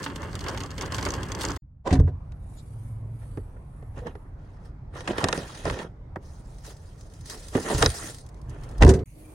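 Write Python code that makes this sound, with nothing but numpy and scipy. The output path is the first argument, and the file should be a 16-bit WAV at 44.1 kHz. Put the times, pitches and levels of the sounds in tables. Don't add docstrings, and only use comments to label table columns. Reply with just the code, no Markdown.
import sys
import numpy as np
from scipy import signal
from scipy.fft import rfft, irfft, next_fast_len
from scipy.io import wavfile
from scipy.ndimage import uniform_filter1d, map_coordinates

SR = 44100
rng = np.random.default_rng(int(sys.argv[2]) if len(sys.argv) > 2 else 0)


def master_out(mix):
    frames = np.transpose(np.atleast_2d(mix))
    ceiling = np.clip(frames, -1, 1)
    pcm = np.round(ceiling * 32767).astype(np.int16)
    wavfile.write(sys.argv[1], SR, pcm)


N = 411894
T = np.arange(N) / SR
CART_ENDS, TRUNK_STARTS, TRUNK_ENDS, CAR_STARTS = 1.573, 1.623, 9.035, 9.059


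# frequency in Hz, level in dB.
WHEEL_EQ = [(12, -45), (20, -26), (47, -2.5), (75, 0.5), (103, -1), (230, -13), (250, -11.5), (320, -30),
            (550, -120)]
BASKET_EQ = [(110, -29), (180, 3), (232, -9.5), (274, -4.5), (313, 2.5), (428, 1.5), (472, -2.5), (538, 1),
             (685, -8.5), (831, -5.5), (1080, -2.5), (1390, -9), (1700, -8), (2200, -16), (3200, -20),
             (4160, -36), (7040, -120)]
# frequency in Hz, level in dB.
NOTCHED_CRUNCH_EQ = [(1470, -24), (2500, -5.5), (4020, 0.5), (6500, -2.5), (9220, -2.5), (10200, -24),
                     (11600, -7.5), (13700, -30), (16000, -12.5)]
# start in seconds, hold in seconds, level in dB.
CRUNCHES = [(0.043, 0.006, -46), (0.946, 0.014, -43.5), (1.412, 0.032, -40.5)]

def rolling(shake_db):
    wheel_gain = amp(-35.5 + 0.36 * shake_db + 0.61 * wobble(18))
    wheels = wheel_gain * noise(WHEEL_EQ, grains(rate=690, spread_db=2.5, life=0.026))
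    rattle = noise(BASKET_EQ, grains(rate=370, spread_db=4, life=0.021))
    rattle = amp(-38.5 + 0.71 * shake_db) * patchy(rattle, depth_db=1.5, bands=4, frames=8)
    crunch, = swells(CRUNCHES, attack=.05, release=.1)
    grit = noise(NOTCHED_CRUNCH_EQ, grains(rate=3200, spread_db=5.5, life=0.0026))
    return wheels + rattle + (amp(-55.5 + 0.7 * shake_db) + crunch) * grit


# start in seconds, relative level in dB, pitch in Hz.
JOLTS = [(0.061, -15.5, 1900), (0.099, -25, 2000), (0.229, -21.5, 1500), (0.462, -20.5, 2200),
         (0.482, -21, 2000), (0.546, -24, 1800), (0.573, -23.5, 1490), (0.61, -24, 2500),
         (.780, -23.5, 1900), (0.8109, -23.5, 2500), (0.83, -22.5, 1513), (0.9833, -17, 1500),
         (1.0272, -21, 1600), (1.0634, -15, 1396), (1.128, -33, 1500), (1.437, -20, 1700),
         (1.496, -19, 1300)]
# frequency in Hz, level in dB.
CLACK_EQ = [(200, -28), (500, -6), (1100, 0.5), (1700, -5), (2800, -5.5), (5000, -9), (9000, -24.5)]
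# frequency in Hz, level in dB, decay time in seconds.
BASKET_MODES = [(281.5, -2.5, 0.31), (418, -7.5, 0.096), (527.5, -2.5, 0.053), (897, 0, 0.1),
                (1066, 1, 0.067), (1240, -1, 0.046), (1462, -4, 0.064), (1960, -3.5, 0.05),
                (2194, 0.5, 0.036), (2770, -16.5, 0.097)]

def basket_clacks():
    out = np.zeros((2, N))
    for s, db, hz in JOLTS:
        clack = burst(centred(CLACK_EQ, hz, slope_db=6), t60=0.057, attack=0.0012)
        add(out, s, amp(db - 13.5) * clack + amp(db - 18) * clang(BASKET_MODES))
    return out


def chatter(shake_db, count):
    place, size, ring_size, pitch = rng.random((count, 4)).T
    s = (np.arange(count) + place) * CART_ENDS / count
    push_db = np.interp(s, T, shake_db)
    click_db = -34.5 + push_db + 5.5 * (2 * size - 1)
    ring_db = -40.5 + push_db + 5.5 * (2 * ring_size - 1)
    return list(zip(s, click_db, ring_db, 4800 + 1800 * pitch))


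# start in seconds, relative click level in dB, ring level in dB, ring pitch in Hz.
CLINKS = [(0.0295, -31.5, -32, 6400), (0.041, -28.5, -34.5, 5100), (0.1591, -30, -49, 5100),
          (0.3527, -27, -35.5, 5100), (0.391, -33, -39, 5000), (0.410, -32.5, -39, 5000),
          (0.4404, -33, -38.5, 6500), (0.4838, -25, -29.5, 5000), (0.493, -35, -31.5, 5000),
          (0.5746, -27.5, -47.5, 5000), (0.604, -28.5, -38.5, 5800), (0.635, -33.5, -30.5, 5900),
          (0.7138, -36.5, -41, 5000), (0.7799, -29, -44, 5000), (0.8104, -28.5, -25.5, 6400),
          (0.8594, -32.5, -36.5, 5300), (0.9214, -26, -34, 5000), (0.945, -23.5, -31, 5300),
          (0.9821, -26, -31, 5800), (1.0106, -34.5, -35, 5100), (1.0267, -25.5, -34.5, 5300),
          (1.059, -29.5, -32, 6500), (1.0874, -33, -30, 5800), (1.1046, -28.5, -21.5, 6400),
          (1.119, -35.5, -34.5, 6400), (1.138, -26.5, -27.5, 5800), (1.2309, -28, -33.5, 6500),
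          (1.3183, -26.5, -25.5, 6500), (1.3492, -30, -28.5, 5800), (1.4099, -25.5, -38, 8000),
          (1.4503, -24.5, -20.5, 6500), (1.4851, -32.5, -26.5, 6400), (1.517, -32, -28, 5000),
          (1.5628, -35.5, -39, 5600)]
# frequency in Hz, level in dB.
NOTCHED_CLICK_EQ = [(800, -15.5), (2000, 3), (3500, 8), (6000, 6), (9000, 1), (10300, -13.5), (11800, 1),
                    (14000, -23), (16000, -23)]
# frequency in Hz, level in dB.
STEEL_EQ = [(3500, -23), (4400, 1), (5050, 3.5), (5400, -6.5), (5800, -3.5), (6100, -5), (6480, 8.5),
            (7000, -2), (7900, -1), (8600, -17), (12000, -38)]

def steel_fittings(shake_db):
    out = np.zeros((2, N))
    for s, db, ring_db, ring_hz in CLINKS + chatter(shake_db, count=18):
        tick_hz = 3100 * 2 ** rng.normal(0, 1)
        tick = burst(centred(NOTCHED_CLICK_EQ, tick_hz, slope_db=1.5), t60=0.03, attack=0.00027)
        wire = burst(centred(STEEL_EQ, ring_hz, slope_db=20.5), t60=0.0093, attack=0.00034)
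        add(out, s, amp(db - 6) * tick + amp(ring_db) * wire + amp(db - 16) * clang(BASKET_MODES))
    return out


# time in seconds, level in dB.
SHAKE = [(0.0, -35), (0.078, -40.5), (0.126, -43.5), (0.266, -38.5), (0.376, -42), (0.48, -33.5),
         (0.76, -44), (0.786, -36.5), (0.805, -36.5), (0.83, -32), (0.9, -39), (0.95, -34.5), (1.02, -37.5),
         (1.07, -27), (1.084, -31), (1.316, -40), (1.508, -30), (1.57, -37.5)]
USUAL_SHAKE_DB = -37
# frequency in Hz, side level against mid in dB.
OPEN_AIR_WIDTH = [(60, -19), (110, -14.5), (200, -16), (380, -16), (700, -6.5), (1290, -5.5), (2380, -4),
                  (4400, -4), (8120, -5), (15000, 5)]

def cart():
    shake_db = curves(SHAKE)[0] - USUAL_SHAKE_DB
    out = rolling(shake_db) + basket_clacks() + steel_fittings(shake_db)
    return stereo(near_walls(out, echo_db=-10, reach=0.0043, lowest_hz=1780), OPEN_AIR_WIDTH)


# start in seconds, relative thud and knock levels in dB,
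# crack level in dB, crack pitch in Hz, crack decay time in seconds.
LID_HITS = [(1.873, -42, -22, -45, 1600, .022), (1.907, -22, -28, -36.5, 2010, 0.12),
            (1.927, -29.5, -28.5, -34, 4370, 0.11), (1.938, -32, -32.5, -39, 4560, 0.041),
            (1.953, -23.5, -28.5, -41, 3800, 0.037), (1.995, -21, -32, -50, 4500, 0.044),
            (2.073, -28, -36, -55.5, 1700, 0.043), (2.32, -62, -48, -53, 4000, 0.021),
            (8.8195, -6, -17, -29, 2350, 0.022), (8.823, -11, -9, -15, 2100, 0.027),
            (8.832, -13.5, -14, -17, 1910, 0.024), (8.848, -0.5, -19.5, -25, 4040, 0.016),
            (8.863, -11.5, -17.5, -37, 4980, 0.055), (8.877, -12, -29, -37, 5500, 0.1),
            (8.891, -13, -19, -26, 6630, 0.078), (8.937, -19.5, -30.5, -38, 6040, 0.094),
            (8.99, -36, -55, -53.5, 4000, 0.092)]
# frequency in Hz, level in dB.
THUD_EQ = [(30, -20), (90, 6), (250, -4), (420, -1), (600, -13.5), (1500, -59)]
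KNOCK_EQ = [(150, -28.5), (400, 8.5), (900, 1.5), (1800, -7), (2600, -22), (5000, -60)]
CRACK_EQ = [(1000, 5.5), (2500, 0.5), (5500, -4), (9000, -6.5), (11500, -18), (13000, -45.5), (16000, -35)]
# frequency in Hz, level in dB, decay time in seconds.
PANEL_MODES = [(569, 0, 0.12), (614, 4.5, 0.2), (715, 3, 0.22), (789, -1.5, 0.14), (883, 3.5, 0.075),
               (970, 7.5, 0.097), (1045, 4, 0.075), (1330, -13.5, 0.07), (1630, -2, 0.049),
               (1690, -12, 0.051), (2680, -15, .07)]

def lid_hits():
    out = np.zeros((2, N))
    for s, thud_db, knock_db, crack_db, crack_hz, t60 in LID_HITS:
        add(out, s, amp(thud_db - 3) * burst(THUD_EQ, t60 * 3.1, attack=0.0028))
        add(out, s, amp(knock_db - 7) * burst(KNOCK_EQ, t60 * 2.13))
        crack = burst(centred(CRACK_EQ, crack_hz, slope_db=5.5), t60, attack=0.00038)
        add(out, s, amp(crack_db) * crack + amp(knock_db - 17.5) * clang(PANEL_MODES))
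    return out


# centre in seconds, level in dB, width in seconds.
LATCH_AND_SEAL_RUBS = [(1.868, -32.5, 0.011), (1.876, -24.5, 0.0044), (1.892, -31.5, 0.023),
                       (2.001, -36.5, 0.0054), (2.088, -49, 0.019), (8.818, -19.5, 0.0078)]

def latch_and_seal():
    eq = [(150, -5), (400, -2), (560, -1), (640, -2.5), (740, 0), (1000, -5.5), (1300, -16.5),
          (1660, -21.5), (2100, -28), (3000, -27.5), (8000, -38), (13000, -58.5)]
    return rub(LATCH_AND_SEAL_RUBS, eq)


# start in seconds, level in dB, attack in seconds.
OPEN_BOOMS = [(1.912, -8, 0.013), (1.990, -3.5, 0.0039)]
SLAM_BOOMS = [(8.817, -1.5, 0.0095), (8.858, -6, 0.011)]
# frequency in Hz, level in dB, decay time in seconds.
LATCH_MODES = [(179, 0.5, 0.07), (266.4, -3, 0.28), (563, -12, 0.08), (728, -11.5, 0.14)]
FREE_LID_MODES = [(45.4, -4, 0.19), (81.7, -1.5, 0.31), (93.9, -8, 0.4), (124.6, -9, 0.25),
                  (141, -14, 0.34)]
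SHUT_LID_MODES = [(49.2, 2, 0.16), (72, -1, 0.31), (110.5, -7.5, 1), (139.2, -7.5, 0.32),
                  (231.7, -16.5, 0.54), (281.3, -11, 0.2)]
BODY_MODES = [(304, -39, 0.3), (381.5, -9.5, 0.31), (428, -22, .4), (497, -30, 0.26), (706, -27, 0.37)]

def lid_booms():
    out = np.zeros(N)
    add(out, 1.926, amp(-11.5) * ring(LATCH_MODES, attack=0.00063))
    for booms, modes in (OPEN_BOOMS, FREE_LID_MODES), (SLAM_BOOMS, SHUT_LID_MODES):
        for s, db, attack in booms:
            add(out, s, amp(db) * ring(modes, attack))
    add(out, 8.872, ring(BODY_MODES, attack=0.005))
    return out


def air_squeeze(contact_s=8.815, hz=44.6, rise_db_per_s=598):
    envelope = amp(-7.5 + rise_db_per_s * np.minimum(T - contact_s, 0)) * during(0, contact_s)
    return envelope * np.sin(2 * np.pi * hz * (T - contact_s))


def rustle(moves, flex_eq, crinkle_eq, rate, spread_db, pop_db):
    flex_gain, crinkle_gain = swells(moves, attack=0.094, release=.16)
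    flaps = noise(flex_eq, grains(rate=320, spread_db=0.9, life=0.0088))
    fizz = amp(0.5 * wobble(46)) * noise(crinkle_eq, grains(rate, spread_db, life=0.0081))
    pops = amp(pop_db) * noise(crinkle_eq, grains(rate=51, spread_db=0.5, life=0.0027))
    flaps = patchy(flaps, depth_db=2.5, bands=5, frames=6)
    crackle = patchy(fizz + pops, depth_db=2.7, bands=16, frames=6)
    return flex_gain * flaps + crinkle_gain * crackle


# start in seconds, hold in seconds, flex level in dB, crinkle level in dB.
PAPER_MOVES = [(3.22, 0.015, -61, -76), (3.975, 0.016, -43.5, -58.5), (4.07, 0.006, -38.5, -61.5),
               (4.4, 0.25, -62.5, -76.5), (4.655, 0.0062, -57, -64.5), (4.955, 0.023, -40.5, -57),
               (4.99, 0.41, -47.5, -58.5), (5.085, .035, -31, -48.5), (5.13, .05, -38.5, -65),
               (5.19, 0.018, -29.5, -43), (5.26, 0.1, -34.5, -51.5), (5.345, .015, -38.5, -44.5),
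               (5.39, .05, -40, -47.5), (5.46, 0.28, -47.5, -52), (5.665, 0.038, -31, -47.5),
               (5.735, 0.054, -37, -54), (5.795, .035, -36.5, -52.5)]
# frequency in Hz, level in dB.
PAPER_FLEX_EQ = [(94, -16.5), (160, 3.5), (281, -5), (397, 0), (902, -7.5), (1230, -11.5), (1640, -14),
                 (1810, -16), (2150, -23.5), (3000, -24), (3900, -28.5), (6600, -120)]
PAPER_CRINKLE_EQ = [(1200, -6), (2200, -2.5), (4000, -3), (6000, -4.5), (7500, -10.5), (9700, -9),
                    (11500, -21), (13500, -33), (16000, -22)]
# centre in seconds, level in dB, width in seconds.
SCUFFS = [(3.228, -58, 0.017), (3.57, -49.5, 0.0046), (4.26, -58, 0.0088)]
HANDLE_CREAKS = [(4.032, -42.5, 0.017), (4.07, -40, 0.017)]

def paper_bag():
    paper = rustle(PAPER_MOVES, PAPER_FLEX_EQ, PAPER_CRINKLE_EQ, rate=620, spread_db=-2, pop_db=-11.5)
    creak_eq = [(250, -49), (410, -9), (480, 0.5), (560, -12.5), (900, -21), (3000, -61)]
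    return paper + rub(SCUFFS, KNOCK_EQ) + rub(HANDLE_CREAKS, creak_eq)


# start in seconds, hold in seconds, flex level in dB, crinkle level in dB.
PLASTIC_MOVES = [(6.23, 0.18, -72, -67), (6.45, 0.62, -69, -67), (6.65, 0.055, -51.5, -53),
                 (6.99, 0.044, -73, -70), (7.12, 0.15, -62.5, -64.5), (7.26, 0.37, -59, -55),
                 (7.305, 0.04, -46.5, -45.5), (7.555, 0.022, -32.5, -43), (7.6, 0.2, -41.5, -46),
                 (7.665, 0.026, -33, -46.5), (7.7, 0.051, -28.5, -40), (7.79, 0.067, -28, -36.5),
                 (7.9, 0.2, -44.5, -42.5), (8.02, 0.011, -46, -54.5), (8.12, 0.09, -63, -57.5),
                 (8.25, .22, -73, -76), (8.49, 0.36, -53, -69.5)]
# frequency in Hz, level in dB.
PLASTIC_FLEX_EQ = [(94, -46), (160, -1), (346, -2), (437, 4.5), (526, -11), (573, -0.5), (664, -5.5),
                   (1340, -9.5), (1850, -16.5), (2400, -21), (3000, -17.5), (3900, -28.5), (6600, -120)]
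PLASTIC_CRINKLE_EQ = [(1000, -7), (1800, -4.5), (2700, -8), (4500, 0), (6000, -0.5), (7500, -3.5),
                      (9300, -3.5), (11500, -10.5), (13500, -28.5), (15500, -16)]
# start in seconds, relative level in dB, decay time in seconds.
CREASES = [(6.544, -56, .04), (6.584, -47, .04), (6.646, -43.5, .04), (6.766, -49.5, 0.054),
           (7.009, -44.5, .04), (7.099, -53.5, .04), (7.1362, -46, .04), (7.209, -45, .04),
           (7.257, -38.5, .04), (7.298, -29, .05), (7.4828, -35.5, .04), (7.693, -37, .04),
           (7.7794, -22.5, 0.044), (7.901, -26, .04), (7.952, -36.5, 0.033), (8.1446, -36.5, 0.047),
           (8.184, -38, .03), (8.2627, -46.5, .035), (8.2886, -46.5, 0.034), (8.3445, -43, .008),
           (8.415, -48, 0.023), (8.4947, -46.5, .06), (8.545, -57, .03), (8.61, -53, .04),
           (8.6348, -44, 0.066), (8.6892, -46.5, .05), (8.711, -48.5, .05), (8.7805, -41, .04)]

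def plastic_bag():
    out = rustle(PLASTIC_MOVES, PLASTIC_FLEX_EQ, PLASTIC_CRINKLE_EQ, rate=1400, spread_db=1.8, pop_db=-12)
    for s, db, t60 in CREASES:
        add(out, s, amp(db - 7) * burst(PLASTIC_CRINKLE_EQ, t60, attack=0.00057))
    return out


# start in seconds, relative knock and thud levels in dB, #
# crack level in dB, crack pitch in Hz, crack decay time in seconds.
BAG_HITS = [(3.372, -26.5, -21.5, -51.5, 2320, 0.027), (3.824, -33, -40.5, -62.5, 2600, .03),
            (4.068, -19, -37, -45.5, 2900, .04), (4.152, -27.5, -32.5, -55.5, 2900, .035),
            (5.006, -26.5, -50, -36.5, 3500, 0.022), (5.075, -15.5, -22, -27, 2280, 0.048),
            (5.088, -17, -19, -48.5, 1800, .016), (5.182, -11, -20.5, -22.5, 3300, .011),
            (5.231, -13, -15.5, -36.5, 1700, .016), (5.2408, -5.5, -14, -17, 3800, 0.019),
            (5.285, -10, -26, -22.5, 4160, 0.02), (5.327, -9, -36, -17.5, 4030, 0.015),
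            (5.376, -24.5, -19, -28.5, 5500, 0.011), (5.653, -10.5, -24, -33, 5500, 0.018),
            (5.677, -17, -37, -31, 1500, .016), (5.698, -15.5, -43, -26.5, 2290, 0.025),
            (5.709, -23, -27, -38, 8000, .016), (5.789, -34, -45, -34.5, 2400, .016),
            (6.158, -16.5, -23.5, -44.5, 1600, 0.023), (7.550, -11, -14.5, -35.5, 1900, .04),
            (7.573, -14, -20.5, -46.5, 1800, .03), (7.814, -19, -34, -28, 6500, 0.013),
            (7.8225, -3, -30, -19.5, 8500, .016), (7.8255, -5, -12, -11, 3020, .015),
            (7.833, -7.5, -12, -31.5, 1500, .03), (7.8604, -7, -16, -12.5, 5100, .011)]

def bag_hits():
    out = np.zeros((2, N))
    for s, knock_db, thud_db, crack_db, crack_hz, crack_t60 in BAG_HITS:
        dull_db_per_octave = 0.35 * max(knock_db - crack_db - 16, 0)
        knock_eq = [(hz, db - dull_db_per_octave * max(np.log2(hz / 1000), 0)) for hz, db in KNOCK_EQ]
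        thud = amp(thud_db - 5) * burst(THUD_EQ, t60=0.09, attack=0.0017)
        knock = amp(knock_db - 8) * burst(knock_eq, t60=0.039, attack=0.0015)
        crack = amp(crack_db) * burst(centred(CRACK_EQ, crack_hz, slope_db=5.5), crack_t60, attack=0.00048)
        add(out, s, thud + knock + crack)
    return out


# start in seconds, level in dB.
GOODS_CLICKS = [(5.242, -31.5), (5.2855, -32.5), (5.3269, -32), (7.825, -23.5), (7.8601, -10.5)]
BOX_BUMPS = [(7.554, -14), (7.829, -26)]
LANDINGS = [(5.246, -33), (5.645, -22), (5.709, -20), (6.12, -29), (7.199, -27.5), (7.747, -13),
            (7.811, -13.5), (7.863, -12.5), (8.446, -32), (8.486, -23)]
# frequency in Hz, level in dB, decay time in seconds.
GOODS_MODES = [(3890, -2.5, 0.019), (5264, 1, 0.012), (5230, -12.5, 0.011), (6300, -6, .012)]
BOX_MODES = [(255, 3.5, 0.047), (395, -1, .085), (505, -14.5, 0.072)]
FLOOR_MODES = [(56.3, 1, 0.12), (80.5, 1.1, 0.12), (119.5, 2, 0.1)]

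def goods():
    out = np.zeros((2, N))
    mid = out[0]
    for s, db in GOODS_CLICKS:
        add(out, s, amp(db) * clang(GOODS_MODES))
    for s, db in BOX_BUMPS:
        add(mid, s, amp(db) * ring(BOX_MODES, attack=0.002))
    for s, db in LANDINGS:
        add(mid, s, amp(db) * ring(FLOOR_MODES, attack=0.009))
    return out


# frequency in Hz, bandwidth in Hz, level in dB.
TRUNK_RESONANCES = [(258.6, 13, -4.5), (320, 30, -6), (404, 23, -20.5), (498, 52, -7), (1400, 24, -18),
                    (1624, 180, -12.5), (1860, 200, -2), (2670, 40, -13), (6400, 600, -8), (8730, 890, -10)]
# frequency in Hz, side level against mid in dB.
CLOSE_WIDTH = [(60, -36), (250, -18.5), (500, -20.5), (1000, -2), (4000, -2.5), (8000, -5), (12000, 9.5)]

def trunk_hollow(pair):
    pair = near_walls(pair, echo_db=-9, reach=.005, lowest_hz=1713)
    rings = sum(amp(db) * signal.lfilter(*signal.iirpeak(hz, hz / width, SR), pair)
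                for hz, width, db in TRUNK_RESONANCES)
    left, right = stereo(pair + rings, CLOSE_WIDTH)
    left_eq = [(60, 0), (250, -1.5), (500, -2.5), (1200, -1.5), (4000, 1), (12000, 0.6)]
    return np.array([colour(left, left_eq), right])


# start in seconds, hold in seconds, level in dB.
ENGINE_SWELLS = [(2.71, 0.21, -38.5), (2.84, 0.31, -37), (3.2, 0.23, -41.5)]
# time in seconds, pitch in Hz.
ENGINE_PITCH = [(2.68, 103), (2.86, 107.2), (3.08, 111.8), (3.2, 106.6), (3.35, 99.5)]
# frequency in Hz, level against the gliding tone in dB.
ENGINE_TONES = [(130, -8.5), (178, -23), (237, -22.5)]

def engine():
    envelope, = swells(ENGINE_SWELLS, attack=0.11, release=0.38)
    hum = tone(curves(ENGINE_PITCH)[0], drift_hz=3.7, rate=30)
    hum += sum(amp(db) * tone(hz, drift_hz=3.94, rate=25) for hz, db in ENGINE_TONES)
    return envelope * amp(1.3 * wobble(30)) * unit(hum)


# time in seconds, pitch in Hz.
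SQUEAK_PITCH = [(2.56, 7300), (2.585, 6850), (2.61, 8060)]
# centre in seconds, level in dB, width in seconds.
SCRAPE = [(2.592, -62, .022)]
# frequency in Hz, level in dB.
SCRAPE_EQ = [(2800, -23), (3550, 1), (4300, -3), (5000, -5), (6000, -10), (7500, -17), (12000, -35)]

def squeak(centre_s=2.586, width_s=.018):
    whistle = tone(curves(SQUEAK_PITCH)[0], drift_hz=150, rate=1000)
    out = rub(SCRAPE, SCRAPE_EQ)
    out[0] += amp(-57) * np.exp(-((T - centre_s) / width_s) ** 2) * whistle
    return out


# start in seconds, hold in seconds, level in dB.
HISS_SWELLS = [(2.52, 0.4, -67), (3.22, 0.17, -69), (3.5, 0.71, -75.5)]
# frequency in Hz, level in dB.
HISS_EQ = [(2000, -7.5), (3200, -13.5), (5500, -17), (8000, -8.5), (9000, -4.5), (11500, -7), (12300, -19),
           (13000, -25), (16000, -33.5)]

def high_hiss():
    envelope, = swells(HISS_SWELLS, attack=0.91, release=0.54)
    flutter = amp(1.1 * wobble(12))
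    hiss = noise(HISS_EQ, grains(rate=1400, spread_db=2, life=0.0092))
    return envelope * flutter * patchy(hiss, depth_db=4, bands=3, frames=24)


# frequency in Hz, level in dB.
RUMBLE_EQ = [(12, -27.5), (20, -5), (43, 4.5), (102, -0.5), (134, -2), (242, -20.5), (300, -20.5),
             (390, -55), (660, -120)]
TRAFFIC_EQ = [(120, -23), (250, 0.5), (500, -2.5), (1000, -9), (1500, -18), (2100, -23), (3000, -34),
              (6000, -39), (16000, -55.5)]
# frequency in Hz, side level against mid in dB.
AMBIENCE_WIDTH = [(60, -43), (250, -7), (500, -7), (1000, -1), (4000, 0.5), (8000, -3), (12000, 5)]

def parking_lot(lid_opens_s=2.1, lid_rise_s=0.019, lid_falls_s=8.2):
    shut = 1 - np.clip((T - lid_opens_s) / lid_rise_s, 0, 1)
    swell_db = 12.5 * np.maximum(T - lid_falls_s, 0)
    recede_db = 0.43 * (T - lid_opens_s)
    rumble = amp(-40.5 - recede_db - 7 * shut + swell_db + 1.2 * wobble(4.5)) * noise(RUMBLE_EQ)
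    traffic_gain = amp(-57.5 - 20.5 * shut + swell_db + 0.38 * wobble(3))
    traffic = traffic_gain * patchy(noise(TRAFFIC_EQ), depth_db=2, bands=3, frames=22)
    out = rumble + traffic + high_hiss()
    out[0] += engine()
    return stereo(out + squeak(), AMBIENCE_WIDTH)


# frequency in Hz, level in dB.
CAR_HISS_EQ = [(1500, -10.5), (2350, -0.5), (3200, -14), (4500, -10), (5600, -13), (6600, -4.5),
               (7600, -11.5), (8700, 0), (11500, -3), (12800, -17), (16000, -18.5)]

def quiet_car(rise_db_per_s=60):
    hum = noise([(200, -19.5), (295, -20), (313, -1), (335, -20), (600, -23), (1200, -48)])
    hum *= swells([(9.18, 0.18, -52)], attack=.26, release=.3)[0]
    rumble = amp(-47) * noise(RUMBLE_EQ)
    traffic = amp(-55.5 + rise_db_per_s * (T - T[-1])) * noise(TRAFFIC_EQ)
    hiss = noise(CAR_HISS_EQ, grains(rate=560, spread_db=2, life=0.012))
    hiss = amp(-64.5) * patchy(hiss, depth_db=4, bands=4, frames=12)
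    return stereo(rumble + traffic + hiss + hum, AMBIENCE_WIDTH)


def amp(db):
    return 10 ** (np.asarray(db) / 20)


def unit(x):
    return x / np.sqrt(np.mean(x ** 2) + 1e-20)


def add(track, s, sound):
    part = track[..., round(s * SR):][..., :sound.shape[-1]]
    part += sound[..., :part.shape[-1]]


def curves(rows):
    s, *columns = np.transpose(rows)
    return [np.interp(T, s, column) for column in columns]


def during(start, end):
    return np.clip(np.minimum(T - start, end - T) / .003 + 1, 0, 1)


def swells(rows, attack, release):
    t = T[::64]
    start, hold, *levels = np.transpose(rows)[..., None]
    fade_db = -60 * (np.maximum(start - t, 0) / attack + np.maximum(t - start - hold, 0) / release)
    fade_db = np.maximum(fade_db, -200)
    return [np.interp(T, t, np.linalg.norm(amp(db + fade_db), axis=0)) for db in levels]


def wobble(rate):
    return map_coordinates(rng.standard_normal(int(N * rate / SR) + 4), [T * rate])


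def grains(rate, spread_db, life):
    contacts = rng.random(N) < rate / SR
    sizes = contacts * amp(spread_db * np.minimum(rng.exponential(size=N), 4))
    return np.sqrt(signal.lfilter([1], [1, -np.exp(-2 / (life * SR))], sizes ** 2))


def tone(hz, drift_hz, rate):
    return np.sin(2 * np.pi * np.cumsum(hz + drift_hz * wobble(rate)) / SR)


def noise(eq, envelope=1):
    return unit(colour(envelope * rng.standard_normal((2, N)), eq))


def rub(strokes, eq):
    return sum(amp(db) * np.exp(-((T - s) / width) ** 2) for s, db, width in strokes) * noise(eq)


def burst(eq, t60, attack=0.0022):
    t = T[:SR // 4]
    fade = amp(-60 * t / max(t60, .004)) * (1 - np.exp(-(t / attack) ** 2))
    ringing = colour(fade * rng.standard_normal((2, len(fade))), eq)
    return ringing * np.linalg.norm(fade) / np.linalg.norm(ringing, axis=1, keepdims=True)


def ring(modes, attack):
    t = T[:SR // 2]
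    waves = sum(amp(db - 60 * t / t60) * np.sin(2 * np.pi * hz * t) for hz, db, t60 in modes)
    return waves * (1 - np.exp(-t / attack))


def clang(modes):
    t = T[:SR // 4]
    hz, db, t60 = np.transpose(modes)[..., None]
    strength = amp(db + 2 * rng.standard_normal((2, len(modes), 1)))
    phase = rng.random((2, len(modes), 1))
    waves = strength * np.sin(2 * np.pi * (hz * t + phase)) * amp(-60 * t / t60)
    return waves.sum(axis=1) * (1 - np.exp(-t / 0.001))


def colour(x, eq):
    n = x.shape[-1]
    size = 2 * next_fast_len(n // 2 + 4096)
    hz, db = np.transpose(eq)
    gain = amp(np.interp(np.log(np.fft.rfftfreq(size, 1 / SR) + 1), np.log(hz), db))
    cepstrum = irfft(np.log(gain))
    cepstrum[1:size // 2] *= 2
    cepstrum[size // 2 + 1:] = 0
    return irfft(rfft(x, size) * np.exp(rfft(cepstrum)), size)[..., :n]


def centred(eq, centre_hz, slope_db):
    grid = np.geomspace(100, 16000, 45)
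    hz, db = np.transpose(eq)
    octaves_away = np.abs(np.log2(grid / centre_hz))
    return np.c_[grid, np.interp(np.log(grid), np.log(hz), db) - slope_db * octaves_away]


def patchy(pair, depth_db, bands, frames):
    spectra = signal.stft(pair, nperseg=512)[2]
    patches = uniform_filter1d(rng.standard_normal(spectra.shape[1:]), bands, 0)
    patches = uniform_filter1d(patches, frames, 1)
    return unit(signal.istft(spectra * amp(depth_db * unit(patches)), nperseg=512)[1][:, :N])


def near_walls(pair, echo_db, reach, lowest_hz, count=12):
    walls = np.zeros(SR // 10)
    delays = reach * rng.uniform(.1, 1, count)
    walls[(delays * SR).astype(int)] = amp(echo_db) * rng.choice([-1, 1], count) / np.sqrt(count)
    walls = signal.lfilter(*signal.butter(2, lowest_hz, "high", fs=SR), walls)
    walls[0] = 1
    return signal.fftconvolve(pair, walls[None], axes=1)[:, :N]


def stereo(pair, width):
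    side = colour(pair[1], width)
    return np.array([pair[0] + side, pair[0] - side])


def scene():
    lid = trunk_hollow(latch_and_seal() + lid_hits()) + lid_booms() + air_squeeze()
    bags = trunk_hollow(paper_bag() + plastic_bag() + bag_hits() + goods())
    trunk = (lid + bags + parking_lot()) * during(TRUNK_STARTS, TRUNK_ENDS)
    return cart() * during(0, CART_ENDS) + trunk + quiet_car() * during(CAR_STARTS, T[-1])


def record(dry, top_hz=16200):
    panned = dry * amp([[-.4], [.4]])
    clipped = panned / (1 + np.abs(panned / .95) ** 6) ** (1 / 6)
    return irfft(rfft(clipped) * (np.fft.rfftfreq(N, 1 / SR) < top_hz), N)


dry = scene()
out = record(dry)
master_out(out)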